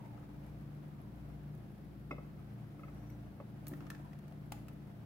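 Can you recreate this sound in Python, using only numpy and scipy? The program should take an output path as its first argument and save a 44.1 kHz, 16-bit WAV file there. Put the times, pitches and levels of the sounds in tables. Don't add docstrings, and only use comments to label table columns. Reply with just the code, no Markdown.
import sys
import numpy as np
from scipy import signal
from scipy.fft import rfft, irfft, next_fast_len
from scipy.io import wavfile

SR = 44100
rng = np.random.default_rng(int(sys.argv[2]) if len(sys.argv) > 2 else 0)


def inscribe(sig):
    pcm = np.round(np.clip(np.atleast_2d(sig).T, -1, 1) * 32767)
    wavfile.write(sys.argv[1], SR, pcm.astype(np.int16))


N = 222925
T = np.arange(N) / SR

# (time [s], relative level [dB])
POUR_FLOW = [(0, -59), (.3, -59.5), (.8, -61.5), (1.4, -62), (2, -64.5), (2.6, -62), (3.1, -60),
             (3.45, -63.5), (3.7, -58), (3.95, -59.5), (4.2, -62.5), (4.6, -62.5), (5.05, -63)]
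# (frequency [Hz], relative level [dB])
STREAM_SPECTRUM = [(200, -10), (400, 0.5), (750, 3), (1100, -5), (2200, -11.5), (4000, -23.5), (15000, -31)]
# (peak time [s], fade [s], pitch [Hz], glide [octaves/s], level [dB])
AIR_WHISTLES = [(0.018, 0.25, 905, -0.41, -62), (1.03, 0.094, 975, 0.014, -69.5),
                (4.06, 0.039, 1000, 0.038, -63)]
# (time [s], jar level [dB], glass level [dB], thud level [dB], softness cut-off [Hz])
SPOUT_KNOCKS = [(2.1088, -38.5, -39.5, -20, 1510), (2.1116, -47, -39, -20, 7000),
                (2.181, -49.5, -53, -31, 2370), (2.389, -73, -59, -49, 1300), (2.7933, -61, -54, -54, 1500),
                (2.8336, -55, -48.5, -37, 2080), (2.881, -59, -54.5, -38, 2100),
                (3.4002, -49.5, -59, -22.5, 3200)]
# (frequency [Hz], relative level [dB], t60 [s], phase between microphones [rad])
JAR_MODES = [(260, -3, 0.09, 0.42), (330, -3.5, 0.031, 0.35), (522, -1, 0.09, 0.4), (590, -3.5, 0.14, 1),
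             (846, -10, .05, 0.9), (1030, -10, 0.044, 0.73), (1135, -2.5, 0.06, 0.87),
             (1960, -20, 0.24, 1.6)]
GLASS_MODES = [(1231, 2, 0.033, 1.5), (1291, 3.5, 0.04, 0.87), (2047, -8, 0.08, 2),
               (2153, -5.5, 0.065, 1.73), (2575, -4.5, 0.05, 1.8), (3580, -25, 0.13, 2.25),
               (4953, -24, 0.07, 1.6), (5840, -25, 0.06, 1.7), (7960, -27, .06, 1.8)]
# (frequency [Hz], relative level [dB])
THUD_SPECTRUM = [(120, -21), (260, -3), (380, -1.5), (560, 0.5), (900, -9), (1500, -25), (3000, -33),
                 (8000, -56)]
# (frequency [Hz], relative level [dB])
RIM_MODES = [(5857, 0), (7838, -14), (8527, -18), (11843, -6), (13178, -7), (14470, -15)]
# (time [s], relative level [dB])
GOB_LANDINGS = [(3.694, -52), (3.7148, -40), (3.729, -40), (3.809, -57), (3.917, -63)]
# (time [s], ring pitch [Hz],
# ring level [dB], relative splat level [dB], relative spray level [dB], spray tilt [dB/octave])
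CLICK_EVENTS = [(.177, 1270, -52, -62, -68, -4), (0.23, 1280, -60, -65, -72, -2),
                (1.551, 1800, -77, -67, -55, 0), (3.0995, 2240, -63, -57, -59, -2),
                (3.6689, 4360, -54.5, -49.5, -39, -5), (3.682, 12600, -54, -65, -30, 4.5),
                (3.7186, 1750, -56, -57, -72, 3), (3.736, 1855, -50.5, -44.5, -68, 1),
                (3.806, 1323, -46.5, -47, -63, -8), (3.8671, 1740, -61, -46, -57, -3),
                (3.9024, 1780, -39.5, -38, -37, -6.5), (3.915, 1330, -48, -50, -70, -4),
                (3.949, 1740, -58, -44.5, -52.5, -9.5), (4.1321, 1980, -60.5, -49.5, -60, -2),
                (4.189, 1860, -69, -57, -55, -6), (4.281, 1810, -64, -58, -55, -5),
                (4.3227, 705, -46.5, -53, -63, -1), (4.521, 826, -36.5, -37, -32.5, -6),
                (4.6836, 2660, -60, -46.5, -47, -2.5)]
# (frequency [Hz], relative level [dB])
PLOP_SPECTRUM = [(80, -24), (150, 3.5), (270, 7), (350, 3), (450, -25), (600, -9), (800, -37), (3000, -52)]
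SPLAT_SPECTRUM = [(300, 1), (480, -21), (650, 11.5), (850, -13), (1020, -4.5), (1220, 9.5), (1450, 2.5),
                  (1650, -1.5), (1830, 3.5), (2100, -3), (2600, -0.5), (3300, -9.5), (5300, -12.5),
                  (7000, -18), (16000, -36)]
SPRAY_SPECTRUM = [(500, -25), (2500, -8.5), (4300, -9), (6000, -5), (8000, -6), (11500, 1), (14000, -1),
                  (16000, 2.5)]
TICK_SPECTRUM = [(1000, -28), (9000, -20), (10500, -9), (12200, -5), (13500, -23), (16000, -15.5)]
# (frequency [Hz], t60 [s])
ROOM_DECAY = [(200, 0.99), (1000, 0.67), (4000, 0.46), (14000, 0.45)]
# (time [s], level [dB])
FAN_LEVEL = [(0, -53.5), (.68, -53.5), (.82, -49.5), (.98, -54.5), (1.58, -53.5), (1.76, -61), (1.95, -58),
             (2.2, -52), (2.6, -55.5), (3.03, -54), (3.3, -59.5), (3.75, -48.5), (3.92, -54.5), (4.2, -53),
             (5.05, -57)]
THROB_LEVEL = [(0, -56.5), (1.6, -59.5), (2.25, -63.5), (2.58, -53.5), (2.9, -56.5), (3.7, -57.5),
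               (4.3, -68), (4.6, -54.5), (5.05, -58.5)]
# (pitch [Hz], partner offset [dB], swell delay [s], left minus right [dB])
MOTOR_PAIRS = [(58, -5, 0.026, 3.6), (295.2, -3, -.04, -1)]
# (time [s], low pair level [dB], high pair level [dB])
MOTOR_SWELLS = [(-.3, -64, -57), (.46, -60, -64), (1.25, -58, -65.5), (2.09, -59.5, -68),
                (3.03, -59.5, -63.5), (3.9, -65.5, -63.5), (4.6, -61.5, -65), (5.35, -66, -65)]
# (pitch [Hz], level [dB], left minus right [dB])
MOTOR_TONES = [(30.2, -83, 1.5), (86.9, -68, 5.5), (138.4, -64.5, -3.5), (174.5, -69.5, 9),
               (196.7, -59.5, 2.5), (218.3, -63, 5), (345.6, -75, -2.5), (541, -80, 3.5),
               (694.4, -77.5, -6)]
# (frequency [Hz], relative level [dB])
ROOM_TONE_SPECTRUM = [(20, -24.5), (50, -17), (90, -8.5), (150, -2.5), (210, -8.5), (310, -9.5),
                      (430, -17.5), (700, -24.5), (1050, -29.5), (1340, -28), (2200, -34.5), (3300, -39),
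                      (5000, -43), (7000, -50), (9000, -49), (11500, -44.5), (15500, -44.5)]
# (frequency [Hz], correlation [0-1])
MIC_COHERENCE = [(60, 1), (150, 0.81), (380, 0.6), (950, 0), (15000, 0)]


def stream(rush_db=-5, lumps_db=2.0, gurgle_db=-12):
    flow_db, = curves(POUR_FLOW)
    rush = diffuse_noise(STREAM_SPECTRUM) * amp(rush_db + lumps_db * wander(25))
    return amp(flow_db) * (rush + amp(gurgle_db) * gurgle())


def gurgle(bubbles_per_s=70, ring_cycles=3.3, low_hz=550, high_hz=1400, sizes=14):
    out, t = np.zeros((2, N)), np.arange(SR // 16) / SR
    for hz in np.geomspace(low_hz, high_hz, sizes):
        births = (rng.random(N) < bubbles_per_s / sizes / SR) * low_hz / hz
        ring = np.exp(-hz * t / ring_cycles) * np.sin(2 * np.pi * hz * t + rng.standard_normal((2, 1)))
        out += signal.oaconvolve(births[None], ring, axes=1)[:, :N]
    return unit_rms(out)


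def whistles(width_hz=65):
    out = np.zeros((2, N))
    for peak_s, fade_s, hz, glide, db in AIR_WHISTLES:
        pitch = hz * 2 ** (glide * np.clip(T - peak_s, -1, 1))
        envelope = amp(db) * np.exp(-abs(T - peak_s) / fade_s)
        out += envelope * np.array([resonance(pitch, width_hz) for _ in range(2)])
    return out


def spout_knocks():
    rings, thuds = np.zeros((2, 2, N))
    for s, jar_db, glass_db, thud_db, soft_hz in SPOUT_KNOCKS:
        add(rings, s, amp(jar_db) * struck(JAR_MODES, soft_hz))
        add(rings, s, amp(glass_db) * struck(GLASS_MODES, soft_hz))
        add(thuds, s, amp(thud_db) * burst(decay_s=0.013, snap=2.7)[0])
    return rings + colour(thuds, THUD_SPECTRUM)


def struck(modes, soft_hz, rise_s=0.00049):
    t = np.arange(SR // 3) / SR
    hz, db, t60, phase = np.transpose(modes)[:, :, None]
    envelope = amp(db - 60 * t / t60) * (1 - np.exp(-t / rise_s))
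    polarity = (-1) ** np.arange(len(modes))[:, None]
    swing = polarity * envelope / np.sqrt(1 + (hz / soft_hz) ** 4)
    return np.array([(swing * np.sin(2 * np.pi * hz * t + side * phase)).sum(0) for side in (.5, -.5)])


def rim_ring(peak_s=3.06, peak_db=-80.5, slip_s=3.102, slip_db=-67, slip_t60_s=0.07):
    slide_db = peak_db - np.maximum(47 * (peak_s - T), 57 * (T - peak_s))
    ping = (T > slip_s) * amp(slip_db - 60 * abs(T - slip_s) / slip_t60_s)
    ring = np.array([sum(amp(db) * resonance(hz, width_hz=45) for hz, db in RIM_MODES) for _ in range(2)])
    return (amp(slide_db) + ping) * unit_rms(ring)


def plops(gain_db=24):
    impacts = np.zeros((2, N))
    for s, db in GOB_LANDINGS:
        add(impacts, s, amp(db + gain_db) * burst(decay_s=0.0076, snap=35)[0])
    return colour(impacts, PLOP_SPECTRUM)


def clicks(splat_gain_db=14, spray_gain_db=12, ring_decay_s=0.004, mic_phase_rad=0.43):
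    out, t = np.zeros((2, N)), np.arange(SR // 10) / SR
    phase = np.array([[0], [mic_phase_rad]])
    for s, hz, ring_db, splat_db, spray_db, tilt_db in CLICK_EVENTS:
        envelope = (1 - np.exp(-2 * hz * t)) * np.exp(-t / ring_decay_s)
        add(out, s, amp(ring_db) * envelope * np.sin(2 * np.pi * hz * t + phase))
        add(out, s, amp(splat_db + splat_gain_db) * colour(burst(decay_s=0.0054), SPLAT_SPECTRUM))
        tilted = [(f, db + tilt_db * np.log2(f / SPRAY_SPECTRUM[0][0])) for f, db in SPRAY_SPECTRUM]
        add(out, s, amp(spray_db + spray_gain_db) * colour(burst(decay_s=0.0047), tilted))
    return out


def foam(pops_per_s=80, offset_db=-3, spread_db=2.4):
    flow_db, = curves(POUR_FLOW)
    pops = rng.random(N) < pops_per_s / SR
    pop_db = flow_db + offset_db + spread_db * np.minimum(rng.exponential(1, (2, N)), 3)
    return colour(pops * amp(pop_db), SPRAY_SPECTRUM)


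def ticking(start_s=0.059, every_s=0.1375, jitter_s=0.005, db=-51.5, spread_db=3):
    ticks = np.zeros((2, N))
    for k, (late, weak) in enumerate(rng.standard_normal((36, 2))):
        s = abs(start_s + k * every_s + jitter_s * late)
        add(ticks, s, amp(db - spread_db * weak) * burst(decay_s=0.0046, snap=2.9))
    return colour(ticks, TICK_SPECTRUM)


def kitchen_reverb(x, gap_s=0.0011):
    reflections = rng.standard_normal((2, SR // 2)) * (np.arange(SR // 2) > gap_s * SR)
    hz, t, bands = signal.stft(reflections, SR, nperseg=256)
    decay = amp(-60 * t / at_hz(ROOM_DECAY, hz)[:, None])
    tail = signal.istft(bands * decay, SR, nperseg=256)[1]
    return signal.fftconvolve(x, tail / np.linalg.norm(tail[0]), axes=1)[:, :N]


def fan(hz=147, flutter_db=1.93):
    level_db, = curves(FAN_LEVEL)
    drone = motor_tone(hz * T + rng.random(), level_db + flutter_db * wander(4), waver_rad=0.7)
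    return pan(drone, 2.2)


def motors(throb_hz=116, throbs_per_s=2.06, crest_s=2.571):
    throb_db, = curves(THROB_LEVEL)
    hum = pan(beating(throb_hz, throb_db, partner_db=-6.5, beats=throbs_per_s * (T - crest_s)), 0.5)
    swell_times = np.transpose(MOTOR_SWELLS)[0]
    for (hz, partner_db, delay_s, pan_db), swell_db in zip(MOTOR_PAIRS, curves(MOTOR_SWELLS)):
        beats = np.interp(T - delay_s, swell_times, np.arange(len(swell_times)))
        hum += pan(beating(hz, swell_db, partner_db, beats), pan_db)
    for hz, db, pan_db in MOTOR_TONES:
        hum += pan(motor_tone(hz * T + rng.random(), db, waver_rad=0.16), pan_db)
    return hum


def beating(hz, db, partner_db, beats):
    turns = hz * T + rng.random()
    partner = motor_tone(turns + beats, db + partner_db, waver_rad=0.37)
    return motor_tone(turns, db, waver_rad=0.26) + partner


def motor_tone(turns, db, waver_rad):
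    return np.sqrt(2) * amp(db) * np.cos(2 * np.pi * turns + waver_rad * wander(3.7))


def diffuse_noise(spectrum):
    hz = np.fft.rfftfreq(N, 1 / SR)
    left, independent = rfft(rng.standard_normal((2, N)))
    likeness = np.clip(at_hz(MIC_COHERENCE, hz), 0, 1)
    right = likeness * left + np.sqrt(1 - likeness ** 2) * independent
    return unit_rms(irfft(np.array([left, right]) * amp(at_hz(spectrum, hz)), N))


def burst(decay_s, snap=4.5, size=3000):
    x = rng.standard_normal((2, size)) * np.exp(-np.arange(size) / SR / decay_s)
    x[:, 0] += snap
    return x / np.linalg.norm(x, axis=1, keepdims=True)


def resonance(hz, width_hz):
    phase = 2 * np.pi * np.cumsum(hz * np.ones(N)) / SR
    return unit_rms(wander(width_hz) * np.cos(phase) + wander(width_hz) * np.sin(phase))


def wander(rate_hz):
    size = next_fast_len(N)
    lowpass = 1 / (1 + (np.fft.rfftfreq(size, 1 / SR) / rate_hz) ** 4)
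    return unit_rms(irfft(rfft(rng.standard_normal(size)) * lowpass, size)[:N])


def colour(x, spectrum, size=2048):
    log_gain = np.log(amp(at_hz(spectrum, abs(np.fft.fftfreq(size, 1 / SR)))))
    taps = np.fft.ifft(np.exp(np.conj(signal.hilbert(log_gain)))).real[:size // 2]
    return signal.oaconvolve(x, taps[None] / np.linalg.norm(taps), axes=1)[:, :N]


def at_hz(table, hz):
    f, value = np.transpose(table)
    return np.interp(np.log(hz + 1), np.log(f + 1), value)


def curves(table):
    times, *columns = np.transpose(table)
    return [np.interp(T, times, column) for column in columns]


def add(mix, s, sound):
    part = mix[:, round(s * SR):][:, :sound.shape[-1]]
    part += sound[..., :part.shape[-1]]


def pan(x, pan_db):
    return x * amp(pan_db * np.array([[.5], [-.5]]))


def amp(db):
    return 10 ** (np.asarray(db) / 20)


def unit_rms(x):
    return x / np.sqrt(np.mean(x ** 2) + 1e-20)


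def scene(knock_reverb_db=-12, patter_reverb_db=-8, room_tone_db=-55.5):
    knocks = spout_knocks()
    patter = clicks() + plops() + foam() + ticking()
    close = knocks + patter + rim_ring() + stream() + whistles()
    reverb = kitchen_reverb(amp(knock_reverb_db) * knocks + amp(patter_reverb_db) * patter)
    room_tone = amp(room_tone_db) * diffuse_noise(ROOM_TONE_SPECTRUM)
    return pan(close + reverb + room_tone, 0.77) + fan() + motors()


def record(dry, edge_hz=15850):
    lowpass = signal.firwin(1023, edge_hz, window=("kaiser", 9), fs=SR)
    return signal.oaconvolve(dry, lowpass[None], "same")


dry = scene()
out = record(dry)
inscribe(out)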